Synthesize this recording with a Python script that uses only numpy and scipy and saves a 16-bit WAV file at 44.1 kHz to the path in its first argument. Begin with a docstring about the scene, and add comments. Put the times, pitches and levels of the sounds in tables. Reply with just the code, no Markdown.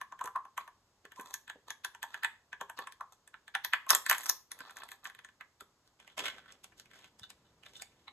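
"""Opening an egg capsule

Two hands turn a thin plastic egg capsule over a table, peel its foil lid off and tip out a folded leaflet.
The shell buckles with snaps that ring in its hollow, its wall and the foil.
Fingers rub with many tiny slips, and the paper ticks and rustles through its own resonances.
A close pair of microphones hears it in a small quiet room, over a steady background."""
import sys
import numpy as np
from scipy import signal
from scipy.fft import rfft, irfft, next_fast_len
from scipy.io import wavfile

SR = 44100
rng = np.random.default_rng(int(sys.argv[2]) if len(sys.argv) > 2 else 0)


def transcribe(signal):
    """Save signal, clipped to [-1, 1], as a 16-bit WAV file at the path in sys.argv[1]."""
    frames = np.atleast_2d(signal).T
    limited = np.clip(frames, -1, 1)
    pcm = np.round(limited * 32767).astype(np.int16)
    wavfile.write(sys.argv[1], SR, pcm)


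N = 358091
TIME = np.arange(N) / SR   # seconds

# Levels in these tables are relative: the parts that use them add their own trims.
# Hollow-sounding knocks on the egg, some as the lid comes off.
# Each row: time in seconds, hollow level in dB, wall level in dB.
KNOCK_EVENTS = [(0.014, -40, -45), (0.123, -43.5, -56), (0.2117, -33, -50), (0.247, -44, -56),
                (0.275, -39.5, -51), (0.36, -28.5, -49.5), (0.452, -48.5, -61.5), (0.578, -34, -40.5),
                (0.6777, -49.5, -56.5), (1.1979, -56, -49), (1.9487, -53, -53), (2.0362, -41, -49),
                (2.6117, -39, -43.5), (2.698, -46, -46.5), (2.7895, -41.5, -44), (2.8724, -45.5, -47.5),
                (3.009, -38, -53), (3.866, -45.5, -58), (3.908, -25.5, -38), (4.112, -28, -25.5)]
# The wall buckles or the seal gives way. Each row: time in seconds, wall level in dB, crack level in dB.
SNAP_EVENTS = [(.192, -53, -64.5), (.241, -55, -48), (.258, -51, -50.5), (1.0525, -52, -64.5),
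               (1.12, -53, -63), (1.2112, -63, -55), (1.3407, -43.5, -37.5), (1.4789, -52, -64),
               (1.4986, -42.5, -55), (1.7048, -40, -43), (1.8478, -36.5, -40), (2.0292, -40, -45.5),
               (2.1437, -40, -55.5), (2.2341, -36, -49.5), (2.2468, -29.5, -42.5), (2.5296, -42, -61),
               (2.923, -55.5, -57.5), (3.2765, -61.5, -58), (3.342, -49.5, -99), (3.4797, -52, -63),
               (3.5513, -29, -43.5), (3.6479, -35, -36), (3.735, -24, -46), (3.8925, -44, -36.5),
               (3.899, -32, -39), (3.9047, -24.5, -18.5), (3.9095, -35.5, -36), (3.916, -39.5, -43),
               (3.949, -30.5, -31.5), (3.9502, -35, -24.5), (4.064, -35.5, -40.5), (4.0976, -26.5, -25),
               (4.129, -33, -41), (4.148, -37.5, -51), (4.1822, -44.5, -40.5), (4.208, -52, -49),
               (4.234, -48.5, -50), (4.2591, -47, -41), (4.2644, -47, -42), (4.2928, -43.5, -32),
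               (4.2966, -36, -24), (4.5173, -47, -42), (4.59, -58, -58), (4.6053, -43, -59),
               (4.696, -54, -77), (4.7083, -54.5, -58.5), (4.7689, -50, -52), (4.786, -60, -62),
               (4.8203, -50.5, -71), (4.837, -65, -55.5), (4.889, -52.5, -59), (4.9174, -48.5, -52),
               (5.0546, -41, -61.5), (5.072, -54, -55.5), (5.099, -52.5, -63), (5.149, -57, -65),
               (5.1902, -52.5, -64.5), (5.2474, -51.5, -57.5), (5.2884, -58.5, -77), (5.4099, -46.5, -67),
               (5.6078, -49.5, -55.5)]
# The grip tunes the hollow. Each row: time in seconds, pitch in Hz.
HOLLOW_PITCH = [(.5, 1090), (2.0, 934), (2.55, 983), (3.0, 1075), (3.55, 840), (3.75, 1088)]
# A thumb drags over the closed egg and its hollow sings.
# Each row: start in seconds, length in seconds, hollow level in dB, scratch level in dB.
THUMB_SCRAPES = [(.245, 0.018, -39, -62), (1.165, 0.065, -50.5, -63), (1.26, 0.057, -60, -66)]
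# Soft pats of fingers and palm. Each row: time in seconds, level in dB.
HAND_PATS = [(0.246, -50), (1.052, -58.5), (1.195, -50.5), (1.558, -57), (2.615, -49.5), (2.792, -50.5),
             (4.608, -57.5), (5.621, -60.5)]
# Fingers slide on the capsule or pull the foil.
# Each row: start in seconds, length in seconds, body level in dB, hiss level in dB.
FINGER_SLIDES = [(.585, 0.03, -51.5, -63), (1.15, 0.16, -59.5, -60.5), (1.665, 0.021, -54, -58),
                 (2.05, 0.14, -65, -71), (2.77, .04, -49, -65), (3.115, 0.013, -63.5, -59),
                 (3.888, 0.069, -41.5, -35.5), (4.08, 0.058, -45, -41.5), (4.16, 0.18, -54.5, -57),
                 (4.53, 0.42, -58.5, -69), (5.03, 0.046, -55.5, -60)]
# The leaflet slides or bends. Each row: start in seconds, length in seconds, body level in dB, hiss level in dB.
PAPER_RUSTLES = [(5.84, 0.016, -69.5, -70), (5.995, .12, -62, -76.5), (6.178, 0.093, -39.5, -49),
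                 (6.28, 0.085, -53.5, -69), (6.37, .18, -59, -83.5), (6.765, 0.038, -62, -58.5),
                 (6.89, 0.17, -59.5, -69), (7.64, 0.13, -60, -66), (7.76, 0.028, -72, -58.5),
                 (7.9, 0.16, -69, -78.5)]
# The leaflet lands, creases and flicks open. Each row: time in seconds, sheet level in dB, crack level in dB.
PAPER_CREASES = [(6.001, -58, -65.5), (6.077, -55, -63.5), (6.1794, -39, -46), (6.1934, -38, -44),
                 (6.258, -40.5, -50.5), (6.5233, -62.5, -56.5), (6.643, -53, -52), (6.723, -63.5, -78.5),
                 (6.858, -63, -71), (6.911, -65, -85), (7.1957, -62, -57), (7.303, -53.5, -52.5),
                 (7.6347, -57.5, -68), (7.6639, -53.5, -73), (7.8214, -47.5, -44.5), (8.0805, -47.5, -71)]
# The hands bump together. Each row: time in seconds, level in dB, pitch in Hz.
HAND_BUMPS = [(7.214, -59, 102)]
# Two leaves of the leaflet rub with a faint squeak. 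Each row: start in seconds, length in seconds, level in dB.
PAPER_SQUEAKS = [(7.215, 0.021, -52), (7.44, 0.029, -65), (7.73, 0.12, -60.5)]

# Resonances of the capsule wall. Each row: pitch in Hz, width in Hz, strength in dB.
WALL_MODES = [(1149, 77, -3), (1343, 220, 0.5), (1694, 230, -2.5), (1820, 1200, -16), (2536, 150, -7),
              (2650, 160, -13.5), (3320, 330, -3), (4650, 980, -10)]
# A buckling patch of wall. Each row: pitch in Hz, width in Hz, strength in dB.
PATCH_MODES = [(1747, 230, 1.5), (3530, 760, -16)]
# Bright resonances of foil and rim. Each row: pitch in Hz, width in Hz, strength in dB.
FOIL_MODES = [(5970, 810, 1), (8700, 2800, 2.5), (9700, 3000, 2), (11370, 2600, 3), (14100, 5800, -5)]
# Dull resonances of the hand. Each row: pitch in Hz, width in Hz, strength in dB.
HAND_MODES = [(175, 410, -8.5), (394, 12, 1.5), (500, 73, -2.5)]
# Broad resonances of the folded sheet. 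Each row: pitch in Hz, width in Hz, strength in dB.
SHEET_MODES = [(605, 350, -9), (1050, 280, -3.5), (1510, 310, -2.5), (2140, 430, -1), (3330, 315, -1)]
# Narrow resonances of the pinched fold. Each row: pitch in Hz, width in Hz, strength in dB.
FOLD_MODES = [(1580, 190, -8), (3030, 93, -2.5), (3550, 140, 1.5)]
# Colour of the paper's hiss. Each row: frequency in Hz, relative level in dB per Hz.
PAPER_HISS = [(2000, -16.5), (3800, -4.5), (6800, -5), (16000, -19.5)]
# Colour of the room's background. Each row: frequency in Hz, relative level in dB per Hz.
ROOM_COLOUR = [(25, -8.5), (53, -7.5), (102, -6), (166, -11), (734, -14.5), (962, -11.5), (2410, -25.5),
               (6740, -22), (16000, -38.5)]
# Lead of the left microphone over the right. Each row: frequency in Hz, lead in radians.
LEFT_LEAD = [(1900, 0), (2400, 1.8), (4500, -9.3), (5700, -8.8), (6500, -6.6), (7600, -5.9), (12000, -.2),
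             (13000, .3), (15000, 3.1)]

BACKGROUND_DB = -73.5   # before the bass cut
PEEL_FROM_S, PAPER_FROM_S = 3.8, 5.8
LEAD_IN_S = .012   # noise swell before each impact
KNOCK_CRACK_DB = -7   # the foil's tick, relative to the wall
SNAP_HOLLOW_DB = -10   # the hollow's ring, relative to the wall
# flesh is a softer contact than buckling plastic; weak cracks lower these further
KNOCK_CONTACT_HZ, SNAP_CONTACT_HZ = 3050, 5450
SEALED_DETUNE, OPEN_DETUNE = 0.043, .22   # spread of the patch's pitch: the open shell is floppier
TAUT_FOIL_HZ, LOOSE_FOIL_HZ = 10500, 11900   # the lid is duller while it is still sealed down
STROKE_ATTACK_S, STROKE_RELEASE_S = 0.019, 0.019
SLIDE_TICKS_PER_S, SLIDE_TICK_DB = 28, -3   # level relative to the slide
RUSTLE_TICKS_PER_S, RUSTLE_TICK_DB = 12, -8   # level relative to the rustle
PAPER_PAN_DB = -0.9   # left minus right: the leaflet is held a little to the right
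CUTOFF_HZ = 15800


def from_db(db):
    """Turn decibels into gain."""
    return 10 ** (np.asarray(db) / 20)


def rms_one(x):
    """Scale to rms 1."""
    return x / np.sqrt(np.mean(x ** 2) + 1e-20)


def unit_energy(x):
    """Scale to an energy of 1 a channel, on average."""
    return rms_one(x) / np.sqrt(x.shape[-1])


def cut(x, hz, kind, order=2):
    """Keep the lows, the highs or a band with a Butterworth filter."""
    edges = np.clip(hz, 10, SR * .45)
    return signal.sosfilt(signal.butter(order, edges, kind, fs=SR, output="sos"), x)


def coloured(x, spectrum):
    """Give a steady sound a spectrum; rms 1."""
    hz, db = np.transpose(spectrum)
    size = next_fast_len(N)
    gain = from_db(np.interp(np.log(np.fft.rfftfreq(size, 1 / SR) + 1), np.log(hz), db))
    return rms_one(irfft(rfft(x, size) * gain, size)[..., :N])


def diffuse(size):
    """Stereo noise that differs between the microphones in the middle range only."""
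    mid, side = rng.standard_normal((2, size))
    return mid + .9 * cut(side, [1700, 5600], "band", order=3) * np.array([[1], [-1]])


def drift(rate):
    """Slow chance wandering with a spread of 1; a higher rate in Hz wanders faster."""
    points_per_s = 400
    points = rng.standard_normal(int(points_per_s * N / SR) + 400)
    r = np.exp(-2 * np.pi * rate / points_per_s)
    smooth = rms_one(signal.lfilter([1], [1, -2 * r, r * r], points))
    # start half a second in, once the smoothing has settled
    return np.interp(TIME * points_per_s + 200, np.arange(len(points)), smooth)


def resonate(x, modes, detune=0, vary_db=0):
    """Ring parallel resonances; chance shifts the pitch and strength of each."""
    out = 0
    chances = rng.standard_normal((len(modes), 2))
    for k, ((hz, width, db), (shift, boost)) in enumerate(zip(modes, chances)):
        r = np.exp(-np.pi * width / SR)
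        w = 2 * np.pi * hz * np.exp(detune * shift) / SR
        gain = from_db(db + vary_db * boost) * (1 - r * r) / 2
        ring = signal.lfilter([1, 0, -1], [1, -2 * r * np.cos(w), r * r], x)
        out = out + (-1) ** k * gain * ring   # neighbours alternate in sign
    return out


def impact(chatter, chatter_s, swell=0.72, swell_s=0.0051):
    """A short noise swell leads into a sharp click, then a short chatter dies away."""
    t = TIME[:SR // 18] - LEAD_IN_S
    noise = diffuse(len(t)) * from_db(3 * rng.standard_normal(len(t)))
    push = chatter * unit_energy(noise * np.exp(-abs(t) / chatter_s) * (t > 0))
    push += swell * unit_energy(noise * np.exp(-abs(t) / swell_s) * (t < 0))
    push[:, round(LEAD_IN_S * SR)] += 1
    return push


def add(out, s, db, sound):
    """Place an impact; db is its energy spread over a hundredth of a second."""
    at = max(round((s - LEAD_IN_S) * SR), 0)
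    part = from_db(db) * np.sqrt(SR / 100) * unit_energy(sound)[:, :N - at]
    out[:, at:at + part.shape[1]] += part


def strokes(rows):
    """Make one gain for each level column: a stroke swells, holds and dies away."""
    gains = 0
    for start, length, *levels_db in rows:
        attack = np.clip((TIME - start) / STROKE_ATTACK_S, 0, 1)
        release = np.exp(-np.clip((TIME - start - length) / STROKE_RELEASE_S, 0, 20))
        gains = gains + np.outer(from_db(levels_db), attack * release)
    return gains


def friction(per_s, spread_db, smooth):
    """Tiny slips of uneven size over a smooth hiss, in clumps as the fingers catch and let go; rms 1."""
    sizes = from_db(spread_db * np.minimum(rng.exponential(1, N), 4)) * rng.choice([-1, 1], N)
    slips = sizes * (rng.random(N) < per_s / SR)
    catching = from_db(6 * np.tanh(drift(28)))
    return rms_one((rms_one(slips) + smooth * diffuse(N)) * catching)


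def room_background():
    """Steady noise, shaped to the quiet room's own colour."""
    return from_db(BACKGROUND_DB) * coloured(diffuse(N), ROOM_COLOUR)


def blows():
    """Knocks and snaps drive the same parts in different shares."""
    # each row: time in seconds, hollow, wall and crack levels in dB, contact edge in Hz
    knocks = [(s, hollow, wall, wall + KNOCK_CRACK_DB, KNOCK_CONTACT_HZ) for s, hollow, wall in KNOCK_EVENTS]
    snaps = [(s, wall + SNAP_HOLLOW_DB, wall, crack, SNAP_CONTACT_HZ) for s, wall, crack in SNAP_EVENTS]
    return knocks + snaps


def buckle(s):
    """A patch of wall flips over in one clean step and rings for a few milliseconds."""
    step = impact(chatter=.35, chatter_s=.002, swell=.15)
    detune = SEALED_DETUNE if s < PEEL_FROM_S else OPEN_DETUNE
    return cut(resonate(step, PATCH_MODES, detune=detune), 700, "high")


def capsule(hollow_db=0., wall_db=-4.5, patch_db=-2.0, crack_db=0., hollow_width=235, dulling=0.41,
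            thud_db=-52.0, thud_follows=0.44):
    """Each blow cracks at the foil, rings in the wall and swells more slowly in the hollow."""
    out = np.zeros((2, N))
    for s, hollow, wall, crack, contact_hz in blows():
        hz = np.interp(s, *np.transpose(HOLLOW_PITCH))
        push = impact(chatter=0.99, chatter_s=0.011)
        air = resonate(push, [(hz, hollow_width, 0), (630, 70, -7)], detune=0.0047)
        air = resonate(air, [(hz, hollow_width, 0)])   # a second pass makes the ring swell
        add(out, s, hollow + hollow_db, cut(air, 2000, "low"))

        shell = resonate(impact(chatter=.6, chatter_s=.003), WALL_MODES, detune=.02, vary_db=2.5)
        edge = contact_hz * from_db(dulling * min(crack - wall, 0))   # soft contacts miss the upper modes
        add(out, s, wall + wall_db, cut(cut(shell, 1400, "high", order=3), edge, "low", order=3))
        add(out, s, wall + patch_db, buckle(s))

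        push = impact(chatter=0.75, chatter_s=0.0022, swell=0.2)
        foil = resonate(push, FOIL_MODES, detune=0.03, vary_db=4)
        foil = cut(foil, TAUT_FOIL_HZ if s < PEEL_FROM_S else LOOSE_FOIL_HZ, "low", order=3)
        add(out, s, crack + crack_db, cut(foil, 5800, "high", order=3))

        # part of the blow passes into the hand that holds the shell; flesh yields, so it grows more slowly
        thud = resonate(impact(chatter=0.75, chatter_s=0.0094), HAND_MODES, detune=0.061)
        add(out, s, thud_follows * max(hollow, wall) + thud_db, cut(thud, [140, 460], "band"))
    return out


def delay_lows(x, hz=800, width_hz=750, count=3):
    """Delay the lows more than the highs, so each attack sweeps briefly downward."""
    r = np.exp(-np.pi * width_hz / SR)
    poles = [1, -2 * r * np.cos(2 * np.pi * hz / SR), r * r]
    return signal.sosfilt([poles[::-1] + poles] * count, x)   # all frequencies keep their strength


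def scrapes(sing_hz=1020, sing_width=150):
    """The thumb sticks and slips: scratchy grains on the foil, and a held note in the hollow."""
    hollow, scratch = strokes(THUMB_SCRAPES)
    mode = [(sing_hz, sing_width, 0)]
    note = rms_one(resonate(resonate(diffuse(N), mode), mode))
    grains = resonate(friction(per_s=220, spread_db=4.5, smooth=.15), FOIL_MODES)
    return hollow * note + scratch * rms_one(cut(grains, TAUT_FOIL_HZ, "low"))


def pats():
    """Soft flesh gives a dull, short thud."""
    out = np.zeros((2, N))
    for s, db in HAND_PATS:
        thud = resonate(impact(chatter=0.6, chatter_s=0.0037), HAND_MODES, detune=0.11)
        add(out, s, db, cut(thud, 960, "low"))
    return out


def skin_rub():
    """Dense slips of skin ring the dull hand; rms 1."""
    return rms_one(resonate(friction(per_s=1300, spread_db=6.5, smooth=0.83), HAND_MODES))


def capsule_rubbing(foil_db=-2.5, skin_db=-18.5):
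    """Sliding fingers drive the same wall and foil as the snaps, with a little skin."""
    body, hiss = strokes(FINGER_SLIDES)
    slips = friction(per_s=240, spread_db=4.2, smooth=.25)
    wall = resonate(slips, WALL_MODES + [(970, 320, 4.0)])
    wall = rms_one(wall + 0.031 * cut(slips, 6500, "low"))
    taut_foil = cut(rms_one(resonate(slips, FOIL_MODES)), TAUT_FOIL_HZ, "low", order=3)
    # the seal lets go in separate rips
    rips = rms_one(resonate(friction(per_s=260, spread_db=4.5, smooth=.15), FOIL_MODES))
    foil = np.where(TIME < PEEL_FROM_S, taut_foil, rips)
    return body * (wall + from_db(skin_db) * skin_rub()) + hiss * from_db(foil_db) * foil


def catches(rows, per_s, tick_db, modes, spread_db=-1.5, hiss_db=-4.0, count=5):
    """A sliding surface catches at random moments: up to five small ticks, each with a pitch of its own."""
    out = np.zeros((2, N))
    for start, length, body, hiss in rows:
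        delays = np.cumsum(rng.exponential(1, count)) / per_s
        for delay, size in zip(delays, rng.standard_normal(count)):
            if delay >= length:
                continue
            tick = resonate(impact(chatter=.5, chatter_s=.002), modes, detune=.12, vary_db=7)
            dry_tick = cut(impact(chatter=.7, chatter_s=.001), [5000, 9000], "band", order=3)
            add(out, start + delay, body + tick_db + spread_db * size, tick)
            add(out, start + delay, hiss + hiss_db + spread_db * size, dry_tick)
    return out


def hand_rumble(rumble_db=-73.0, bump_width=45):
    """The hands shift with a faint low rumble once they hold the leaflet, and bump together."""
    effort = np.clip((TIME - PAPER_FROM_S) * 2, 0, 1)
    rumble = rms_one(cut(cut(diffuse(N), 37, "high"), 230, "low", order=1))
    out = from_db(rumble_db) * effort * rumble
    for s, db, hz in HAND_BUMPS:
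        bump = resonate(impact(chatter=0.39, chatter_s=0.0045), [(hz, bump_width, 0)])
        add(out, s, db, cut(bump, 2 * hz, "low"))
    return out


def leaflet_rustle(paper_db=-4.5, paper_hiss_db=-0.5, palm_db=-16.0):
    """Slipping fibres ring the folded sheet and hiss, with a little skin."""
    body, hiss = strokes(PAPER_RUSTLES)
    fibres = friction(per_s=450, spread_db=4.5, smooth=.4)
    bending = 0
    for k, mode in enumerate(SHEET_MODES):   # as the sheet bends, its resonances come and go
        bending = bending + resonate(fibres, [mode]) * from_db(3 * drift(9)) * (-1) ** k
    sheet = from_db(paper_db) * rms_one(bending) + from_db(palm_db) * skin_rub()
    return body * sheet + hiss * from_db(paper_hiss_db) * coloured(fibres, PAPER_HISS)


def leaflet_creases():
    """Creases pop: a papery knock with a dry tick on top."""
    out = np.zeros((2, N))
    for s, sheet, crack in PAPER_CREASES:
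        knock = resonate(impact(chatter=1.3, chatter_s=.0035), SHEET_MODES, detune=.08, vary_db=3)
        add(out, s, sheet, cut(knock, 7600, "low"))
        add(out, s, crack, cut(impact(chatter=1.0, chatter_s=0.0016), [4200, 10200], "band"))
    return out


def fold_rubs():
    """Paper dragging on paper rings the pinched fold, whose resonances come and go as it bends."""
    level, = strokes(PAPER_SQUEAKS)
    fibres = friction(per_s=300, spread_db=4.5, smooth=.25)
    squeak = sum(resonate(fibres, [mode]) * from_db(4 * drift(9)) for mode in FOLD_MODES)
    return level * rms_one(squeak)


def room(dry, early_db=-7.5, early_s=0.0099, echo_db=-17.5, echo_s=.0102, tail_db=-13.0,
         low_t60=0.3, high_t60=0.28):
    """Scatter from hands and table, one dull echo, then a short tail that dies sooner in the treble."""
    t = TIME[:SR // 2]
    early = unit_energy(diffuse(len(t)) * np.exp(-t / early_s) * (t > .002))
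    echo = cut(np.maximum(1 - abs(t - echo_s) * SR, 0), 2700, "low")
    air = diffuse(len(t)) * np.minimum(t / early_s, 1)
    low = cut(air, 1400, "low", order=1)
    high = 0.58 * (air - low)
    # each t60 is the time in seconds to fall by 60 dB
    tail = unit_energy(low * from_db(-60 * t / low_t60) + high * from_db(-60 * t / high_t60))
    response = from_db(early_db) * early + from_db(echo_db) * echo + from_db(tail_db) * tail
    return dry + signal.fftconvolve(dry, response, axes=1)[:, :N]


def scene():
    """All handling sounds in the room, over its background; the microphones lose the deepest bass."""
    background = room_background()
    shell = delay_lows(capsule()) + scrapes() + pats() + capsule_rubbing()
    shell += catches(FINGER_SLIDES, SLIDE_TICKS_PER_S, SLIDE_TICK_DB, WALL_MODES)
    paper = leaflet_rustle() + leaflet_creases() + fold_rubs()
    paper += catches(PAPER_RUSTLES, RUSTLE_TICKS_PER_S, RUSTLE_TICK_DB, SHEET_MODES)
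    pan = from_db(PAPER_PAN_DB * (TIME > PAPER_FROM_S) * np.array([[.5], [-.5]]))
    handling = pan * (shell + paper)
    return cut(room(handling) + hand_rumble() + background, 35, "high", order=3)


def record(dry):
    """The two microphones hear many frequencies a little out of step; the top is cut."""
    size = next_fast_len(N + SR // 10)
    lead = np.interp(np.fft.rfftfreq(size, 1 / SR), *np.transpose(LEFT_LEAD))
    turn = np.exp(.5j * lead * np.array([[1], [-1]]))   # half the lead each way
    heard = irfft(rfft(dry, size) * turn, size)[:, :N]
    return signal.sosfilt(signal.ellip(10, .2, 80, CUTOFF_HZ, fs=SR, output="sos"), heard)


dry = scene()
out = record(dry)
transcribe(out)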